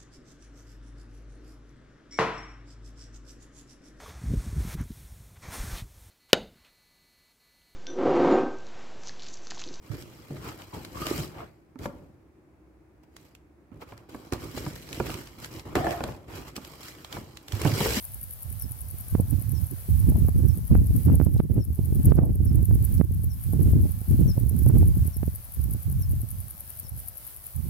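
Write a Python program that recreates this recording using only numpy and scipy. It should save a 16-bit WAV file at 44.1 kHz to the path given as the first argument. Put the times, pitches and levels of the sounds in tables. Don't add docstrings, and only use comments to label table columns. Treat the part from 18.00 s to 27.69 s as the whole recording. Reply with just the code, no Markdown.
import sys
import numpy as np
from scipy import signal
from scipy.fft import rfft, irfft, next_fast_len
from scipy.io import wavfile
from scipy.ndimage import uniform_filter1d, minimum_filter1d, map_coordinates

SR = 44100
rng = np.random.default_rng(int(sys.argv[2]) if len(sys.argv) > 2 else 0)


def dump(signal):
    limited = np.clip(np.atleast_2d(signal).T, -1, 1)
    pcm = np.round(limited * 32767).astype(np.int16)
    wavfile.write(sys.argv[1], SR, pcm)


N = 427329
TIME = np.arange(N) / SR

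# f/Hz, level/dB
CHORUS_SPECTRUM = [(3000, -13), (6800, -17), (8000, -10.5), (9500, -4), (11500, 0.5), (12500, -3.5),
                   (14200, 0.5), (15800, -6.5)]
# f/Hz, level/dB
HUSH_SPECTRUM = [(21, 24.5), (61, 20), (112, 1), (205, 6.5), (355, 1.5), (610, 7.5), (1020, 2), (1950, -4),
                 (3100, -12), (4600, -5), (6900, -7), (15900, -31)]
# t/s, level/dB
BIRD_CALLS = [(.599, -50.5), (1.541, -51.5), (2.476, -52.5), (3.595, -47.5), (4.459, -50.5), (5.295, -52),
              (6.276, -41), (7.124, -52.5), (8.01, -51), (8.828, -55)]
# t/s within the call, f/Hz, level/dB
CALL_SHAPE = [(-.004, 6010, -21), (.005, 5860, -3), (.017, 5620, 4), (.030, 5246, 2.5), (.041, 5250, 4.5),
              (.049, 5100, -15), (.056, 5000, -26)]
# t/s, level/dB
TICK_TIMES = [(3.378, -41), (4.098, -42), (4.167, -38), (4.978, -42)]
# t/s, level/dB
BREEZE_LEVEL = [(0, -47), (5, -27.5), (9.7, -54.5)]
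# t/s, length/s, left level/dB, right level/dB, extra turbulence/dB
WIND_GUSTS = [(0.086, 0.17, -54, -40.5, -5), (0.44, 0.22, -50, -32.5, -10), (0.63, 0.026, -47, -22.5, -6),
              (0.797, 0.27, -42, -36, -17), (1.105, .14, -25, -20, 0), (1.293, 0.085, -37, -18.5, -1.5),
              (1.407, 0.22, -36, -20, -6), (1.69, 0.039, -52, -30, 13), (1.877, 0.19, -24, -16, -13),
              (2.065, 0.2, -17.5, -13.5, -2.5), (2.335, 0.16, -21, -14, 0.5),
              (2.56, 0.073, -26, -25.5, -10), (2.695, .11, -11, -11.5, -2), (2.845, .14, -19, -18.5, 0.5),
              (3.042, 0.23, -16, -14, 6), (3.318, 0.12, -15, -15, 1.5), (3.48, 0.11, -14.5, -11.5, -0.5),
              (3.656, 0.043, -19.5, -15.5, -6), (3.785, 0.22, -22, -19.5, 3.5),
              (4.032, 0.13, -14, -10, 1.5), (4.165, 0.14, -12, -10.5, 2), (4.303, .32, -15, -12, -4.5),
              (4.67, 0.075, -14, -12.5, -10.5), (4.798, 0.26, -28, -15, -7), (5.066, 0.21, -21, -19.5, -11),
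              (5.44, 0.19, -27.5, -17.5, 1), (5.608, .24, -17.5, -17, 1), (5.89, 0.13, -46, -27.5, -21),
              (6.062, .23, -17.5, -16, -1), (6.35, 0.35, -25, -19.5, -3.5), (6.632, 0.23, -17, -12.5, -0.5),
              (6.857, .20, -18, -18, -4.5), (7.144, .13, -26, -25, -19), (7.556, 0.19, -30.5, -23.5, -2.5),
              (7.848, 0.33, -24, -21, -15), (8.185, 0.25, -36.5, -32, -8), (8.772, 0.28, -44.5, -47, -11),
              (8.905, 0.015, -36, -25, -7), (9.542, 0.14, -35, -24.5, 1)]
# f/Hz, level/dB
RUMBLE_SPECTRUM = [(15, -40), (30, -19), (45, -9), (62, -1), (85, -0.5), (115, -4.5), (160, -16.5),
                   (250, -28.5), (400, -68), (800, -68), (2000, -77)]
# f/Hz, level/dB
FLUTTER_SPECTRUM = [(50, -20), (120, 5.5), (220, 2), (320, -4.5), (450, -16.5), (700, -34), (1200, -44.5),
                    (3000, -51), (8000, -98)]
# t/s, peak/dB, treble cutoff/Hz, crackle decay/s, port (0 left, 1 right)
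HARD_EDDIES = [(1.152, -1.5, 3030, 0.0041, 1), (1.200, -2, 647, 0.0092, 1), (2.121, -11.5, 900, .008, 1),
               (2.159, -9.5, 910, 0.0083, 0), (2.287, -11, 2200, 0.0057, 1), (2.714, -9, 1000, 0.0072, 0),
               (2.753, -3, 3000, 0.0065, 1), (3.085, -7, 1400, 0.0036, 1), (3.100, -7, 1600, .004, 1),
               (3.144, -1.5, 640, 0.005, 1), (3.201, -2, 3000, 0.0022, 1), (3.214, -2.5, 2300, 0.0036, 1),
               (3.268, -2, 1100, 0.0051, 1), (3.365, -10.5, 900, 0.0052, 1), (3.402, 6.5, 3500, 0.004, 1),
               (3.500, -3.5, 603, 0.0046, 1), (3.580, 0, 700, 0.011, 1), (3.792, -3, 560, 0.0093, 1),
               (3.926, -6.5, 530, 0.0028, 0), (4.121, 4.5, 3340, 0.0045, 1), (4.189, 9, 1670, 0.0075, 1),
               (4.235, 3, 614, 0.028, 1), (4.712, -11.5, 2200, .005, 1), (5.001, -1.5, 476, .003, 1),
               (5.013, 3.5, 2580, 0.0033, 1), (5.535, -12, 1310, 0.0054, 1), (5.735, -6, 714, 0.0037, 0),
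               (5.856, -9, 676, .008, 1), (6.379, -7, 676, 0.009, 1), (6.665, -7.5, 1100, 0.0062, 0),
               (6.700, -14.5, 2000, 0.012, 1), (6.770, -8.5, 865, .008, 1), (6.830, -7.5, 1300, 0.0049, 1),
               (7.232, -10.5, 2282, 0.004, 1), (7.280, -9, 484, .004, 1)]
# f/Hz, level/dB
SCRAPE_SPECTRUM = [(4000, -32), (7200, -26), (8500, -19.5), (9500, -7.5), (10300, -12.5), (11400, -2),
                   (12000, 4), (12600, -5), (13200, -9), (14300, -4), (15800, -15)]
# offset/s, length/s, level/dB, tooth rate/Hz
WING_STROKES = [(-.0272, .0044, -12, 1200), (-.0091, .0031, -7.5, 900), (-.0019, .0046, -4.5, 880)]
# t/s, level/dB
NEIGHBOUR_SYLLABLES = [(1.670, -33), (6.634, -34), (9.002, -32)]
# t/s, syllable rate/Hz
SONG_RUNS = [(.0518, 10.68), (.239, 10.40), (.9118, 10.09), (1.4226, 10.35), (2.7754, 10.57), (3.4378, 9.4),
             (3.757, 10.0), (4.5566, 10.18), (5.3425, 10.41), (6.6871, 10.22), (6.9806, 10.59),
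             (7.925, 10.28), (8.7032, 10.47)]
# t/s, level/dB
SONG_EFFORT = [(0, -26), (.35, -26), (1.1, -27.5), (1.85, -34), (2.2, -28.5), (2.35, -32), (2.85, -30.5),
               (3.2, -27), (3.6, -30.5), (4.0, -27), (4.9, -28.5), (5.85, -30.5), (6.35, -30.5),
               (6.65, -28), (7.35, -30), (8.6, -28.5), (9.7, -31)]
# t/s, left minus right level/dB
SONG_PAN = [(0, 4), (1.5, 8.5), (3, 6.5), (5, 5.5), (7, 6), (8.2, 6.5), (9.7, 5)]


def gain_of(db):
    return 10 ** (np.asarray(db) / 20)


def unit_rms(x):
    return x / np.sqrt(np.mean(x ** 2, axis=-1, keepdims=True) + 1e-20)


def curve(rows, column, t=TIME):
    rows = np.asarray(rows, float)
    return np.interp(t, rows[:, 0], rows[:, column])


def noise(spectrum, shape=(2, N)):
    size = next_fast_len(N + 4096)
    hz, db = np.transpose(spectrum)
    tone_db = np.interp(np.log(np.fft.rfftfreq(size, 1 / SR) + 1), np.log(hz), db)
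    white = rfft(rng.standard_normal(shape), size)
    return unit_rms(irfft(white * gain_of(tone_db), size)[..., :N])


def wander(per_s):
    points = rng.standard_normal(8192)
    smooth = map_coordinates(points, [TIME[::32] * per_s], mode="wrap")
    return unit_rms(np.interp(TIME, TIME[::32], smooth))


def add(mix, s, sound):
    part = mix[max(round(s * SR), 0):][:len(sound)]
    part += sound[:len(part)]


def place(x, pan_db, lag_s=.000027):
    size = next_fast_len(N + 64)
    delay = np.exp(-2j * np.pi * np.fft.rfftfreq(size, 1 / SR) * lag_s)
    late = irfft(rfft(x, size) * delay, size)[:N]
    return np.array([x * gain_of(pan_db / 2), late * gain_of(-pan_db / 2)])


def echo(x, fade_s):
    t = TIME[:SR // 2]
    tail = unit_rms(rng.standard_normal((2, len(t))) * gain_of(-60 * t / fade_s)) / np.sqrt(len(t))
    return signal.oaconvolve(x, tail, axes=1)[:, :N]


def meadow(chorus_db=-48.5, hush_db=-53.5, flicker_db=2.0):
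    chorus = noise(CHORUS_SPECTRUM) * gain_of(chorus_db + 1.7 * wander(13))
    bands = signal.stft(noise(HUSH_SPECTRUM), nperseg=1024)[2]
    flicker = rng.standard_normal(bands.shape[1:])
    flicker = uniform_filter1d(uniform_filter1d(flicker, size=4, axis=0), size=7, axis=1)
    hush = signal.istft(bands * gain_of(flicker_db * flicker / flicker.std()))[1][:, :N]
    return chorus + unit_rms(hush) * gain_of(hush_db + 1.1 * wander(1.83))


def buzzing_cricket(level_db=-52.0, beat_hz=103.5, ring_hz=13200, fall_hz=5000, width_hz=3000):
    phase = np.cumsum(beat_hz * (1 + 0.0031 * wander(3.9))) / SR % 1 - .5
    strokes = rng.standard_normal(N) * np.exp(-(phase / .14) ** 2 / 2)
    sweep = np.exp(2j * np.pi * np.cumsum(ring_hz - fall_hz * phase) / SR)
    ring = (sweep * signal.lfilter(*signal.butter(2, width_hz / 2, fs=SR), strokes / sweep)).real
    return place(gain_of(level_db + 0.51 * wander(23)) * unit_rms(ring), pan_db=6.5)


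def bird(gain_db=-8, echo_db=-9, flicker_db=2.0):
    out = np.zeros(N)
    bend, flicker = 1 + .008 * wander(110), flicker_db * wander(130)
    paces = np.exp(.07 * np.clip(rng.standard_normal(len(BIRD_CALLS)), -1.5, 1.5))
    for (s, db), pace in zip(BIRD_CALLS, paces):
        t = np.arange(CALL_SHAPE[0][0] / pace, CALL_SHAPE[-1][0] / pace, 1 / SR)
        hz = curve(CALL_SHAPE, 1, t * pace) * np.interp(s + t, TIME, bend)
        loudness = gain_of(db + curve(CALL_SHAPE, 2, t * pace) + np.interp(s + t, TIME, flicker))
        add(out, s + t[0], loudness * np.sin(2 * np.pi * np.cumsum(hz) / SR))
    direct = place(out, pan_db=13)
    return gain_of(gain_db) * (direct + gain_of(echo_db) * echo(direct, fade_s=0.15))


def ticks(band_hz=(3800, 6200), decay_s=0.0038):
    out, t = np.zeros(N), TIME[:1024]
    for s, db in TICK_TIMES:
        add(out, s, gain_of(db) * np.exp(-t / decay_s) * rng.standard_normal(len(t)))
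    band = signal.butter(2, band_hz, "band", fs=SR, output="sos")
    return place(signal.sosfilt(band, out), pan_db=-3)


def wind_strength(rise_s=0.02, decay_s=0.044):
    t = TIME[::64]
    power = gain_of(curve(BREEZE_LEVEL, 1, t)) ** 2 * np.ones((2, 1))
    churn = np.zeros_like(power)
    for start, length, left_db, right_db, turbulence_db in WIND_GUSTS:
        age = np.maximum(t - start, 0)
        shape = np.minimum(age / rise_s, 1) * np.exp(-np.maximum(age - length, 0) / decay_s)
        gust = (shape * gain_of([[left_db], [right_db]])) ** 2
        power += gust
        churn += turbulence_db * gust
    return [np.array([np.interp(TIME, t, port) for port in both_ports])
            for both_ports in (10 * np.log10(power), churn / power)]


def wind(pressure_db, turbulence_db, rumble_db=-1, flutter_db=-13, strong_db=-20, swirl_db=3.5):
    pressure_db = pressure_db + swirl_db * np.clip([wander(22), wander(22)], -2, .7)
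    eddies = noise(RUMBLE_SPECTRUM)
    eddy_power = abs(uniform_filter1d(eddies ** 2, size=2400))
    steadied = unit_rms(eddies / eddy_power ** 0.39)
    rumble = steadied * gain_of(pressure_db + rumble_db)
    lumps = gain_of(8 * np.clip([wander(45), wander(45)], -2, 1.4))
    grown_db = strong_db + 1.55 * (pressure_db - strong_db)
    flutter = unit_rms(noise(FLUTTER_SPECTRUM) * lumps) * gain_of(flutter_db + turbulence_db + grown_db)
    return rumble + flutter


def small_eddies(pressure_db, count=170, above_db=4, spread_db=3, cutoff_hz=440, crackle_s=0.0065):
    at, port = rng.integers(0, [N, 2], (count, 2)).T
    size, sharpness = np.clip(rng.standard_normal((2, count)), -1.5, 1.5)
    peak_db = pressure_db[port, at] + above_db + spread_db * size
    cutoffs = cutoff_hz * np.exp(0.07 * sharpness)
    return np.transpose([at / SR, peak_db, cutoffs, np.full(count, crackle_s), port])


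def wind_thumps(eddies, leak=0.13, crackle_hz=400):
    out = np.zeros((2, N))
    t = np.arange(-4096, 4096) / SR
    hz = np.fft.rfftfreq(len(t), 1 / SR)
    crackle_tone = hz / (crackle_hz ** 2 + hz ** 2) ** 1.48
    for s, db, cutoff_hz, crackle_s, port in eddies:
        width_s = 0.0012 * (1500 / cutoff_hz) ** 0.28
        core = ((t / (1.06 * width_s)) ** 2 - 1) * np.exp(-abs(t) / width_s)
        churn = unit_rms(irfft(rfft(rng.standard_normal(len(t))) * crackle_tone))
        crackle_db = -25 + 3 * np.log2(crackle_s / 0.0089)
        crackle = gain_of(crackle_db) * churn * np.exp(-abs(t) / crackle_s)
        thump = irfft(rfft(core + crackle) / np.sqrt(1 + (hz / cutoff_hz) ** 6))
        add(out[int(port)], s + t[0], gain_of(db) * thump / abs(thump).max())
    return out + leak * out[::-1]


def near_song(spread_db=0.66):
    ends = [start for start, rate in SONG_RUNS[1:]] + [N / SR]
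    times = np.concatenate([start + np.arange(round((end - start) * rate)) / rate
                            for (start, rate), end in zip(SONG_RUNS, ends)])
    levels_db = curve(SONG_EFFORT, 1, times) + spread_db * rng.standard_normal(len(times))
    return np.transpose([times, levels_db])


def wing_teeth(syllables, ring_hz=11600, spread_hz=380, fall_hz=1400, ring_s=0.00032, spread_db=2.84):
    out = np.zeros(N)
    t = np.arange(-64, 64) / SR
    swell = np.exp(-(t / ring_s) ** 2 / 2)
    for s, db in syllables:
        for offset, length, stroke_db, rate in WING_STROKES:
            force = gain_of(db + stroke_db + spread_db * rng.standard_normal())
            teeth = rng.standard_normal((8, 4))[:max(round(length * rate), 1)]
            for k, (late, _, detune, phase) in enumerate(teeth):
                cycles = (ring_hz + spread_hz * detune) * t - fall_hz * t ** 2 / (4 * ring_s) + phase
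                slip_at = s + offset + (k + .5 + 0.14 * late) / rate
                add(out, slip_at + t[0], force * swell * np.cos(2 * np.pi * cycles))
    return out


def rasping_cricket(syllables, pan_db, gain_db, contact_db=-3.5, rub_db=-9, rub_s=0.03, grass_db=-10):
    teeth = wing_teeth(syllables)
    contact = np.sqrt(abs(uniform_filter1d(teeth ** 2, size=40)))
    rub = np.sqrt(abs(uniform_filter1d(teeth ** 2, size=round(rub_s * SR))))
    scrape = np.hypot(gain_of(contact_db) * contact, gain_of(rub_db) * rub) * noise(SCRAPE_SPECTRUM, N)
    direct = place(teeth + scrape, pan_db)
    return gain_of(gain_db) * (direct + gain_of(grass_db) * echo(direct, fade_s=.014))


def scene():
    near = rasping_cricket(near_song(), pan_db=curve(SONG_PAN, 1), gain_db=2.8)
    neighbour = rasping_cricket(NEIGHBOUR_SYLLABLES, pan_db=-1, gain_db=6.5)
    pressure_db, turbulence_db = wind_strength()
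    gusts = wind(pressure_db, turbulence_db)
    thumps = wind_thumps(HARD_EDDIES) + wind_thumps(small_eddies(pressure_db))
    return near + neighbour + buzzing_cricket() + meadow() + bird() + gusts + thumps + ticks()


def record(dry, bass_hz=38, limit_db=-5, slope=0.86, recover_db_per_s=16, top_hz=15900):
    dry = signal.lfilter(*signal.butter(2, bass_hz, "high", fs=SR), dry)
    peak_db = 20 * np.log10(abs(dry).max(0) + 1e-9)
    needed_db = slope * np.maximum(peak_db - limit_db, 0)
    recovery_db = TIME * recover_db_per_s
    cut_db = np.maximum.accumulate(needed_db + recovery_db) - recovery_db
    cut_db = uniform_filter1d(-minimum_filter1d(-cut_db, size=160), size=120)
    low_pass = signal.firwin(511, top_hz, window=("kaiser", 9), fs=SR)
    return signal.oaconvolve(dry * gain_of(-cut_db), low_pass[None], "same")


dry = scene()
out = record(dry)
dump(out)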